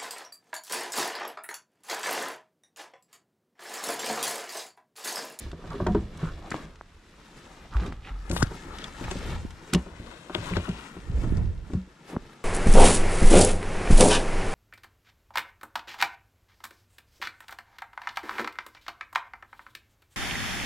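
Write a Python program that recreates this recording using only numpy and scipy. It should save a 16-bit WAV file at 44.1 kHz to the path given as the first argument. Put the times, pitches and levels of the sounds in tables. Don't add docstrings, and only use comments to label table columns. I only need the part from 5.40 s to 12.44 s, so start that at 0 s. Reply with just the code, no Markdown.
import sys
import numpy as np
from scipy import signal
from scipy.io import wavfile

SR = 44100
rng = np.random.default_rng(int(sys.argv[2]) if len(sys.argv) > 2 else 0)


def waveform_to_disk(signal):
    frames = np.transpose(np.atleast_2d(signal))
    scaled = np.clip(frames, -1, 1) * 32767
    samples = np.round(scaled).astype(np.int16)
    wavfile.write(sys.argv[1], SR, samples)


N = 310464
TIME = np.arange(N) / SR
RING_TIME = TIME[:SR // 2]


def from_db(db):
    return 10 ** (np.asarray(db) / 20)


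def unit_rms(x, first=None):
    return x / np.sqrt(np.mean(x[..., :first] ** 2) + 1e-20)


def at_hz(points, hz):
    points_hz, values = np.transpose(points)
    return np.interp(np.log(hz), np.log(points_hz), values)


def band(x, low_hz, high_hz):
    sos = signal.butter(2, [low_hz, min(high_hz, SR / 2 - 1000)], "band", fs=SR, output="sos")
    return signal.sosfilt(sos, x)


def drift(rate_hz):
    pole = np.exp(-80 * np.pi * rate_hz / SR)
    slow = signal.lfilter([1], [1, -2 * pole, pole * pole], rng.standard_normal(N // 40 + 2002))[2000:]
    return np.interp(np.arange(N) / 40, np.arange(len(slow)), unit_rms(slow))


def rising(rise_s):
    return 1 - np.exp(-(RING_TIME / max(rise_s, 1e-4)) ** 2)


def dying(t60):
    return np.exp(-np.log(1000) * RING_TIME / max(t60, 1e-3))


def swells(moves, depth_db=8, roundness=1.29):
    coarse, power = TIME[::100], 1e-12
    for peak_s, rise_s, fall_s, db in moves:
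        away = np.maximum((peak_s - coarse) / max(rise_s, .01), (coarse - peak_s) / max(fall_s, .01))
        power = power + from_db(db - depth_db * away ** roundness) ** 2
    return np.interp(TIME, coarse, 10 * np.log10(power))


def add(out, start, sound):
    i = max(int(start * SR), 0)
    out[:, i:i + sound.shape[-1]] += sound[..., :N - i]


def panned(x, pan_db, lag_per_db=0.96):
    x = np.broadcast_to(x, (2, x.shape[-1]))
    leaning = np.array([[1], [-1]]) * pan_db
    gains = from_db(leaning / 2)
    lags = np.round(np.clip(leaning * lag_per_db, 0, 5).mean(axis=1)).astype(int)
    delayed = np.array([np.pad(channel, (lag, 0))[:len(channel)] for channel, lag in zip(x, lags)])
    return delayed * gains / gains.mean(axis=0)


def from_left(x, pan_db, full_db=8, lag_s=.00011):
    share = np.clip(pan_db / full_db, 0, 1) ** 2
    left = np.sqrt(1 - share) * x[0] + np.sqrt(share) * np.roll(x[0], round(lag_s * SR))
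    return panned(np.array([left, x[1]]), pan_db, lag_per_db=0)


# frequency in Hz, likeness from 0 to 1.
PORT_LIKENESS = [(30, 0.89), (120, 1), (350, 0.93), (800, 0.92), (2000, 0.64), (7000, 0.45), (13000, 0.29)]


def grainy_noise(spectrum, patchy_db, grain_db):
    slips = rng.standard_normal((2, 2, N)) * from_db(grain_db * drift(340))
    out, edges = 0, 2 ** np.arange(4, 14.1, .5)
    for k, (low, high) in enumerate(zip(edges, edges[1:])):
        hz = np.sqrt(low * high)
        if spectrum[0][0] <= hz <= spectrum[-1][0]:
            mid, side = band(slips[k % 2], low, high)
            alike = np.clip(at_hz(PORT_LIKENESS, hz), 0, 1)
            gain = from_db(at_hz(spectrum, hz) + patchy_db * drift(12.5))
            out = out + gain * (np.sqrt(1 + alike) * mid + np.sqrt(1 - alike) * side * [[1], [-1]])
    return unit_rms(out)


# frequency in Hz, relative level in dB.
FOREST_SPECTRUM = [(25, 6), (70, -9.5), (110, -12), (180, 3), (330, 1.5), (500, -5), (1500, -4),
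                   (7000, -18), (15000, -44)]


def forest(level_db):
    return from_db(level_db) * grainy_noise(FOREST_SPECTRUM, patchy_db=0.5, grain_db=1.5)


def hide_echo(x, t60, dull_hz, width):
    mid, side = band(rng.standard_normal((2, len(RING_TIME))), 93, dull_hz) * dying(t60)
    tail = np.array([mid, side]) * (1 - dying(0.0033))
    echo = tail[0] + width * band(tail[1], 440, 12000) * [[1], [-1]]
    return signal.fftconvolve(x, echo / np.sqrt(np.sum(tail[0] ** 2)), axes=1)[:, :N]


# strongest moment, rise and fall in seconds, level in dB.
WEIGHT_SHIFTS = [(0.06, .1, 0.069, -40.5), (0.3, .06, 0.11, -39.5), (0.57, .12, .08, -31.5),
                 (0.87, .1, 0.17, -38.5), (1.19, .12, 0.47, -49.5), (1.94, .05, 0.39, -55),
                 (2.45, .12, 0.16, -37.5), (2.79, 0.051, .07, -46.5), (3.02, .1, 0.088, -34),
                 (3.3, .12, 0.41, -46.5), (3.68, .06, 0.075, -33.5), (3.96, .15, 0.13, -34.5),
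                 (4.54, .1, 0.15, -45.5), (5.17, .12, 0.093, -39.5), (5.33, .06, 0.041, -44),
                 (5.78, .09, 0.091, -31), (5.98, .12, 0.15, -25), (6.8, .07, 0.066, -48.5)]
# time in seconds, turbulent share from 0 to 1, pan in dB.
DOORWAY_DRAUGHT = [(0, 0, -1.5), (3.4, 0.01, -0.5), (3.7, 0.2, -0.5), (4.1, 0.5, 3), (4.35, 0, -2),
                   (5.55, 0, -1.5), (5.8, 0.35, -6), (6.15, 0.38, -2.5), (6.35, 0, -7), (7.04, 0.1, 1)]
# frequency in Hz, relative level in dB.
SWAY_SPECTRUM = [(15, -3.5), (28, -1), (45, -3), (70, -6), (100, -22)]
RUMBLE_SPECTRUM = [(40, -16), (65, 2), (100, -5.5), (150, -12), (260, -39)]


def buffeting(steepness, width):
    level_db = swells(WEIGHT_SHIFTS)
    rumble_db = level_db - 3.0 + steepness * (level_db + 39)
    times, share, pan_db = np.transpose(DOORWAY_DRAUGHT)
    turbulence = np.clip(np.interp(TIME, times, share), 0, 1)
    sway = from_db(level_db + 1.0) * grainy_noise(SWAY_SPECTRUM, patchy_db=2.0, grain_db=0.5)[0]
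    rumble = from_db(rumble_db) * grainy_noise(RUMBLE_SPECTRUM, patchy_db=1.5, grain_db=2.0)[0]
    eddies = width * from_db(level_db) * unit_rms(band(rng.standard_normal(N), 25, 130)) * [[1], [-1]]
    buffets = sway + rumble + np.sqrt(turbulence) * eddies
    return panned(buffets, np.interp(TIME, times, pan_db), lag_per_db=-2)


def crinkles(per_s, size_db):
    born = rng.random(N) < per_s / SR
    ticks = born * from_db(size_db * np.minimum(rng.exponential(1, N), 3)) * rng.choice([-1, 1], N)
    return unit_rms(band(ticks, 2200, 7600))


# fastest moment,
# rise and fall in seconds, then level, extra drag on the housing and extra nylon hiss in dB.
JACKET_MOVES = [(0.01, 0.081, 0.073, -55, 5.5, 5.5), (0.35, 0.14, 0.19, -51, 5.5, -4),
                (0.56, 0.17, .12, -55.5, 9, -2), (0.85, 0.14, 0.15, -50, 2.5, -3),
                (1.16, 0.088, 0.09, -46.5, 2.5, -3.5), (2.0, 0.32, 0.29, -59.5, 0.5, 3.5),
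                (2.24, 0.24, 0.048, -56, -3.5, -2.5), (2.43, 0.084, 0.082, -45, -0.5, -6.5),
                (2.7, 0.06, 0.058, -49, -4.5, -11), (2.97, 0.1, 0.12, -45, -5.5, -4),
                (3.17, 0.28, 0.13, -56, 1, 5.5), (3.41, 0.21, 0.14, -47, -1.5, -3.5),
                (3.68, 0.16, 0.23, -47, -5, 2), (3.89, 0.11, 0.1, -44.5, 1.5, 0),
                (4.35, 0.31, 0.42, -54.5, 0, 0.5), (4.71, 0.13, 0.17, -50.5, -3.5, -2.5),
                (5.07, 0.11, 0.16, -43.5, -4, 1.5), (5.36, 0.27, 0.36, -49.5, -4.5, 0),
                (5.841, 0.12, 0.17, -51.5, 9, 1.5), (5.99, 0.097, 0.076, -53.5, 5.5, -12),
                (6.33, 0.12, 0.098, -58, 6, 0), (6.7, 0.034, 0.044, -54, -3.5, 6.5),
                (6.9, 0.36, 0.24, -58, -0.5, -1)]
# time in seconds, lean to the left in dB (scaled for each layer).
CLOTH_LEAN = [(0.0, -1), (2.23, 3), (2.35, -1.5), (2.72, 0.5), (3.02, 14), (3.1, 3.5), (3.27, 7),
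              (3.96, 1.5), (4.76, 11.5), (6.61, 5), (6.69, 3.5), (7.04, 2.5)]
# frequency in Hz, relative level in dB.
DRAG_SPECTRUM = [(70, -34), (130, 2.5), (180, -1.5), (260, -3), (380, -4.5), (520, -12.5), (900, -24)]
SWISH_SPECTRUM = [(300, -22), (550, -1.5), (750, -1.5), (1050, -0.5), (1500, 1.5), (2300, -23)]
BRUSH_SPECTRUM = [(1400, -2), (2000, 3), (2800, -4), (3500, -1), (4400, -16), (6500, -29)]
HISS_SPECTRUM = [(2500, -13), (4300, 1.5), (6000, -1), (7600, -3.5), (10000, -9.5), (12500, -10),
                 (15500, -30)]


def jacket():
    peak_s, rise_s, fall_s, level_db, press_db, smooth_db = np.transpose(JACKET_MOVES)
    offsets_db = (4.5 + press_db, 0, -1.5 + 0.77 * smooth_db, -7.0 + smooth_db)
    drag_db, swish_db, brush_db, hiss_db = [
        swells(zip(peak_s, rise_s, fall_s, level_db + offset)) for offset in offsets_db]
    lean_db = np.interp(TIME, *np.transpose(CLOTH_LEAN))
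    folds_db = 0.84 * drift(24)
    drag = from_db(drag_db + folds_db) * grainy_noise(DRAG_SPECTRUM, patchy_db=2.0, grain_db=2.0)
    swish = from_db(swish_db + folds_db) * grainy_noise(SWISH_SPECTRUM, patchy_db=2.5, grain_db=2.0)
    brush = from_db(brush_db + folds_db) * grainy_noise(BRUSH_SPECTRUM, patchy_db=1.0, grain_db=1.5)
    nylon = grainy_noise(HISS_SPECTRUM, patchy_db=2.0, grain_db=1.5)
    nylon += from_db(-10.5) * crinkles(per_s=260, size_db=2.5)
    hiss = from_db(hiss_db + folds_db) * nylon
    grit = from_db(swish_db - 13) * unit_rms(band(crinkles(per_s=45, size_db=3.5), 900, 4160))
    cloth = from_left(swish, 1.4 * lean_db) + from_left(brush, 0.84 * lean_db)
    cloth += from_left(hiss, 0.5 * lean_db, full_db=12) + panned(grit, 1.7 * lean_db, lag_per_db=0)
    path_s = .0021 * (1 + 0.11 * drift(0.37))
    reflection = np.array([np.interp(TIME - path_s, TIME, channel) for channel in cloth])
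    return from_left(drag, 0.12 * lean_db) + cloth + from_db(-9.5) * reflection


# start and end in seconds, level in dB, centre in Hz, bandwidth in octaves, pan in dB.
NOISE_BURSTS = [(0.305, 0.341, -41, 1050, 0.68, -2), (0.77, 0.783, -56.5, 4970, 1.5, 0),
                (0.813, 0.923, -47, 1240, 0.57, -1), (1.007, 1.105, -50.5, 750, 0.6, 0),
                (1.117, 1.125, -31, 1500, 0.78, 1), (2.44, 2.549, -41.5, 210, 0.78, 1),
                (2.626, 2.713, -50.5, 2180, 1, -1.5), (2.903, 3.052, -46.5, 7100, 1.04, 4),
                (2.96, 2.986, -39.5, 3400, 0.78, 6), (3.297, 3.5, -54, 3480, 0.56, 4),
                (3.633, 3.658, -43, 1200, 2.6, 4), (4.326, 4.34, -43, 1800, 2.2, -2.5),
                (4.336, 4.34, -26.5, 7400, 0.79, 0.5), (4.3464, 4.35, -23.5, 2560, 1.46, 0.5),
                (4.967, 5.548, -55, 2800, 0.29, 6), (5.132, 5.14, -37.5, 2180, 0.51, 10),
                (5.153, 5.177, -36.5, 910, 1.9, 21), (6.672, 6.765, -50, 560, 1.9, 1),
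                (6.694, 6.804, -40, 189, 1.86, 1)]


def noise_bursts(grain_db, width):
    out, grain = np.zeros((2, N)), from_db(grain_db * drift(300))
    for start, end, db, hz, octaves, pan_db in NOISE_BURSTS:
        i, size = int(start * SR), max(int((end - start) * SR), 64)
        noise = rng.standard_normal((2, size)) * grain[i:i + size]
        half_band = 2 ** (max(octaves, .1) / 2)
        mid, side = band(noise, hz / half_band, hz * half_band) * np.sqrt(np.hanning(size))
        stereo = mid + width * min(hz / 1000, 1) * side * [[1], [-1]]
        add(out, start, panned(from_db(db) * unit_rms(stereo), pan_db))
    return out


# start and end in seconds, first and last pitch in Hz,
# level in dB, pan in dB.
CLOTH_SQUEAKS = [(2.321, 2.361, 1326, 957, -30.5, -2), (3.003, 3.028, 984, 1536, -19, 15),
                 (3.44, 3.445, 3580, 3450, -26.5, 1), (4.947, 4.951, 3630, 3050, -15.5, 12)]


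def squeaks(wobble, rough_db):
    out, flutter, waver = np.zeros((2, N)), from_db(rough_db * drift(370)), drift(182)
    for start, end, start_hz, end_hz, db, pan_db in CLOTH_SQUEAKS:
        along = np.linspace(0, 1, max(int((end - start) * SR), 2))
        now = int(start * SR) + np.arange(len(along))
        hz = (start_hz + (end_hz - start_hz) * along ** 2) * (1 + wobble * waver[now])
        swell = along * np.minimum(1, 10 * (1 - along)) * unit_rms(flutter[now])
        add(out, start, panned(from_db(db) * swell * np.sin(2 * np.pi * np.cumsum(hz) / SR), pan_db))
    return out


# start in seconds,
# level in dB, pitch in Hz, pan in dB.
BRIEF_PULSES = [(0.8165, -30, 1010, -1), (1.1157, -21, 1320, -2), (1.118, -26.5, 190, 6),
                (1.1429, -17.5, 760, 5), (1.411, -26.5, 1000, -1.5), (2.368, -24.5, 1480, -3.5),
                (2.400, -30, 1100, -1), (2.435, -31, 1300, -2), (2.524, -26.5, 1380, 3),
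                (2.9645, -18, 850, 14), (3.0245, -16, 680, 12), (3.0273, -11, 208, 2),
                (3.032, -14, 105, -1), (3.682, -25, 1100, -7), (4.049, -24.5, 220, -11),
                (4.3302, -19.5, 192, -2.5), (5.17, -20, 376, 11), (5.1365, -25, 1500, 10),
                (5.696, -21.5, 111, 2), (5.871, -18.5, 151.3, -5), (5.922, -18, 208, -18),
                (6.348, -15, 110, 1), (6.765, -19.5, 810, 1.5), (6.767, -17.5, 200, -0.5)]


def pulses(cycles, trim_db, rise_cycles):
    out = np.zeros((2, N))
    for start, db, hz, pan_db in BRIEF_PULSES:
        tone = np.sin(2 * np.pi * hz * RING_TIME) * dying(cycles / hz) * rising(rise_cycles / hz)
        pulse = band(tone, hz / 6, hz * 2)
        add(out, start, panned(from_db(db + trim_db) * pulse / np.abs(pulse).max(), pan_db))
    return out


def struck(modes, low_hz, high_hz, length, scatter_db, whole_hz=270):
    out = np.zeros(len(RING_TIME))
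    for hz, db, t60 in modes:
        spot = from_db(scatter_db * rng.standard_normal()) * rng.choice([-1, 1])
        if low_hz <= hz < high_hz:
            gain = from_db(db) * (1 if hz < whole_hz else spot)
            out += gain * dying(t60 * length) * np.sin(2 * np.pi * hz * RING_TIME)
    return out


# start in seconds, level in dB, sharpness as extra dB on
# the edge modes, pan in dB.
FITTING_CLICKS = [(0.1147, -43.5, -5, -0.5), (0.3028, -46.5, -5, -5), (0.4668, -33, -8.5, -2),
                  (0.5464, -43, -14, 1), (1.1046, -44, 8, 0.5), (1.1164, -48, 6, -2), (1.141, -43, -5, -2),
                  (1.356, -52.5, -5, 0), (2.367, -40.5, -17, 0), (2.398, -43.5, -20, -.5),
                  (2.4333, -52, -7, 1), (2.461, -42.5, -4.5, -.5), (2.5243, -47.5, -9, 0),
                  (2.8963, -44, 6.5, 8.5), (2.912, -33.5, 2.5, 8.5), (2.964, -29.5, -12, 9),
                  (2.9714, -42, -15, 13), (3.0208, -39, 3, 9.5), (3.026, -30, 8.5, 3.5),
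                  (3.384, -38, -4, 1.5), (3.4402, -38, 0, 17), (3.7113, -30.5, -2, 5),
                  (4.1058, -47, -1, 0.5), (4.3343, -22, -3, 0), (4.347, -32, 4.5, -1), (4.946, -29, -23, 6),
                  (5.1355, -49, -17, 9), (5.1667, -28, -29, 7), (5.2894, -39, -3, 5),
                  (5.9698, -54.5, 11.5, 2.5), (6.3338, -46.5, -1, -2.5)]
# frequency in Hz, relative level in dB, t60 in seconds.
FITTING_MODES = [(1415, 17, 0.0051), (1954, -0.5, 0.0043), (2580, 1, 0.0056), (3050, -5, 0.0078),
                 (3646, -12.5, 0.043), (4560, 4, 0.013), (5190, 12, 0.004), (5990, 9, 0.0062),
                 (7360, 11, 0.0084), (9900, 0, 0.015), (11500, -33.5, .005)]


def clicks(body_db, edge_db, crack_db, crack_t60, width, rise_s):
    out = np.zeros((2, N))
    for start, level_db, sharp_db, pan_db in FITTING_CLICKS:
        for low, high, share_db in [(1370, 3800, body_db), (4430, 9200, sharp_db + edge_db)]:
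            scuff = band(rng.standard_normal((2, len(RING_TIME))), low, high)
            mid, side = band(scuff, 1000, 8900) * dying(crack_t60)
            crack = unit_rms(mid + width * side * [[1], [-1]], first=400)
            ring = unit_rms(struck(FITTING_MODES, low, high, length=1, scatter_db=5), first=400)
            snap = unit_rms((ring + from_db(crack_db) * crack) * rising(rise_s), first=400)
            add(out, start, panned(from_db(level_db + share_db) * snap, pan_db))
    return out


# start in
# seconds, level in dB, pitch in Hz, t60 in seconds.
BOARD_NOTES = [(0.063, -29, 65, 0.29), (0.138, -30, 168, 0.15), (0.338, -30.5, 404, .25),
               (0.414, -20.5, 165, 0.074), (0.4651, -13, 942, 0.053), (0.482, -25, 720, 0.13),
               (0.490, -19.5, 202, 0.38), (0.549, -18.5, 943, 0.038), (0.5488, -11, 413, 0.084),
               (0.556, -19, 319, 0.12), (0.830, -14.5, 160.7, 0.13), (2.353, -12.5, 55.3, 0.32),
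               (2.706, -27, 44.8, 1), (3.673, -25, 55.6, 0.12), (4.341, -23.5, 67.6, 0.3),
               (4.347, -6, 179, 0.11), (4.981, -24.5, 107, 0.13), (5.123, -25, 184, 0.12),
               (5.176, -17, 84, 0.12), (5.291, -12.5, 184, 0.066), (5.737, -13, 62.7, 0.17),
               (5.904, -8.5, 57, 0.073), (5.971, -17.5, 71.6, 0.28), (6.343, -21.5, 78, 0.19),
               (6.368, -19, 186, 0.17)]


def board_notes(rise_s):
    out = np.zeros((2, N))
    for start, db, hz, t60 in BOARD_NOTES:
        envelope = dying(t60) * (1 - dying(rise_s))
        add(out, start, from_db(db) * np.sin(2 * np.pi * hz * RING_TIME) * envelope)
    return out


# start in seconds, level in dB, hardness as dB
# gained per higher mode family, ring length factor, pan in dB.
WOOD_KNOCKS = [(0.062, -51, 3.5, 0.74, -2), (0.13, -38.5, -0.5, 0.7, 0), (0.24, -45.5, 4.5, 0.92, -2),
               (0.34, -41, 3.5, 0.7, -1), (0.4, -34.5, 6, 0.35, -.5), (0.415, -29.5, -4.5, 0.7, -2),
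               (0.464, -27.5, 4.5, 0.67, 1.5), (0.481, -26.5, -1.5, 0.66, -2), (0.547, -23.5, 0, 0.92, 2),
               (0.829, -34.5, -2, .8, -3), (2.418, -36, -5, 0.32, 1), (2.457, -38, 0.5, 1.0, -2),
               (2.902, -29, -4, 0.93, 8), (2.925, -30.5, -3.5, 0.96, 0), (3.108, -38.5, 1, 0.96, -2),
               (3.61, -36.5, 0, 0.93, 9), (3.712, -35, 2.5, 0.52, 4.5), (3.756, -34, -5, 0.36, 5),
               (4.335, -27.5, 0, 0.75, 2), (4.348, -23, -1.5, 0.56, 3), (4.462, -42, 1.5, 1.0, 6),
               (4.599, -44, -5.5, 0.93, 6), (4.896, -41.5, 6.5, .6, 3.5), (4.948, -33.5, 5, 1.0, 8.5),
               (4.979, -37.5, -2.5, 0.5, -1), (5.111, -31, -3, 1.0, 5), (5.167, -28.5, 0.5, 0.74, 4),
               (5.28, -37, 1.5, 0.56, 9), (5.292, -34, -5, 0.87, 4), (5.566, -40, 0, .6, 5),
               (5.835, -33.5, -2, .7, 2), (6.3, -40.5, -3, .55, 3), (6.334, -31, -4, 0.64, 5.5)]
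# frequency in Hz, relative level in dB, t60 in seconds at length factor 1.
HIDE_MODES = [(58.8, 2, 0.49), (82, 7, 0.15), (109.5, 8.5, 0.15), (149.5, -9, 0.28), (170.7, -1, 0.18),
              (195.2, -8.5, 0.17), (242.5, -10.5, 0.2), (287, -4.5, 0.06), (339, -1, 0.12),
              (390.2, -2, 0.16), (449, -7, 0.1), (534, -4, 0.06), (618, 0, 0.067), (712, 0, 0.066),
              (777, -4.5, 0.079), (948, 2, 0.045), (1041, 3, 0.046), (1175, 3, 0.032), (1330, -3, 0.029),
              (1500, -23, 0.05)]
# their borders in Hz, then their levels in dB at hardness 0.
FAMILY_EDGES_HZ = [40, 125, 260, 560, 1650]
FAMILY_LEVELS_DB = [-3, -3, -6, -11]


def knocks(chatter_db, chatter_t60, contact_s):
    out = np.zeros((2, N))
    steps = np.arange(4) - 1.25
    families = list(zip(FAMILY_EDGES_HZ, FAMILY_EDGES_HZ[1:], FAMILY_LEVELS_DB, steps))
    for start, level_db, hardness_db, length, pan_db in WOOD_KNOCKS:
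        for low, high, family_db, step in families:
            ring = unit_rms(struck(HIDE_MODES, low, high, length, scatter_db=3.0), first=1000)
            loose = band(band(rng.standard_normal(len(RING_TIME)), low, high), low, high)
            chatter = unit_rms(loose * dying(chatter_t60 * length), first=1000)
            hit = unit_rms((ring + from_db(chatter_db) * chatter) * (1 - dying(contact_s)), first=1000)
            gain = from_db(level_db + family_db + hardness_db * step)
            add(out, start, panned(gain * hit, pan_db * min(high / 900, 1)))
    return out


def scene():
    wood = knocks(chatter_db=-7, chatter_t60=0.085, contact_s=0.016)
    fittings = clicks(body_db=-5, edge_db=-7.5, crack_db=-4.5, crack_t60=0.031, width=0.26, rise_s=0.0011)
    rubs = squeaks(wobble=0.1, rough_db=7.5) + noise_bursts(grain_db=4.5, width=0.17)
    thumps = pulses(cycles=1.44, trim_db=-0.6, rise_cycles=0.6) + board_notes(rise_s=0.033)
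    wearer = jacket() + buffeting(steepness=0.29, width=0.64)
    outside = forest(level_db=-60)
    into_room = from_db(-12.0) * wood + from_db(-20.0) * (fittings + rubs)
    echo = hide_echo(into_room, t60=0.15, dull_hz=3500, width=0.17)
    return wood + fittings + rubs + thumps + wearer + echo + outside


def record(dry):
    low_cut = signal.butter(1, 14, "high", fs=SR, output="sos")
    high_cut = signal.ellip(10, .1, 80, 15200, fs=SR, output="sos")
    return signal.sosfilt(high_cut, signal.sosfilt(low_cut, dry))


dry = scene()
out = record(dry)
waveform_to_disk(out)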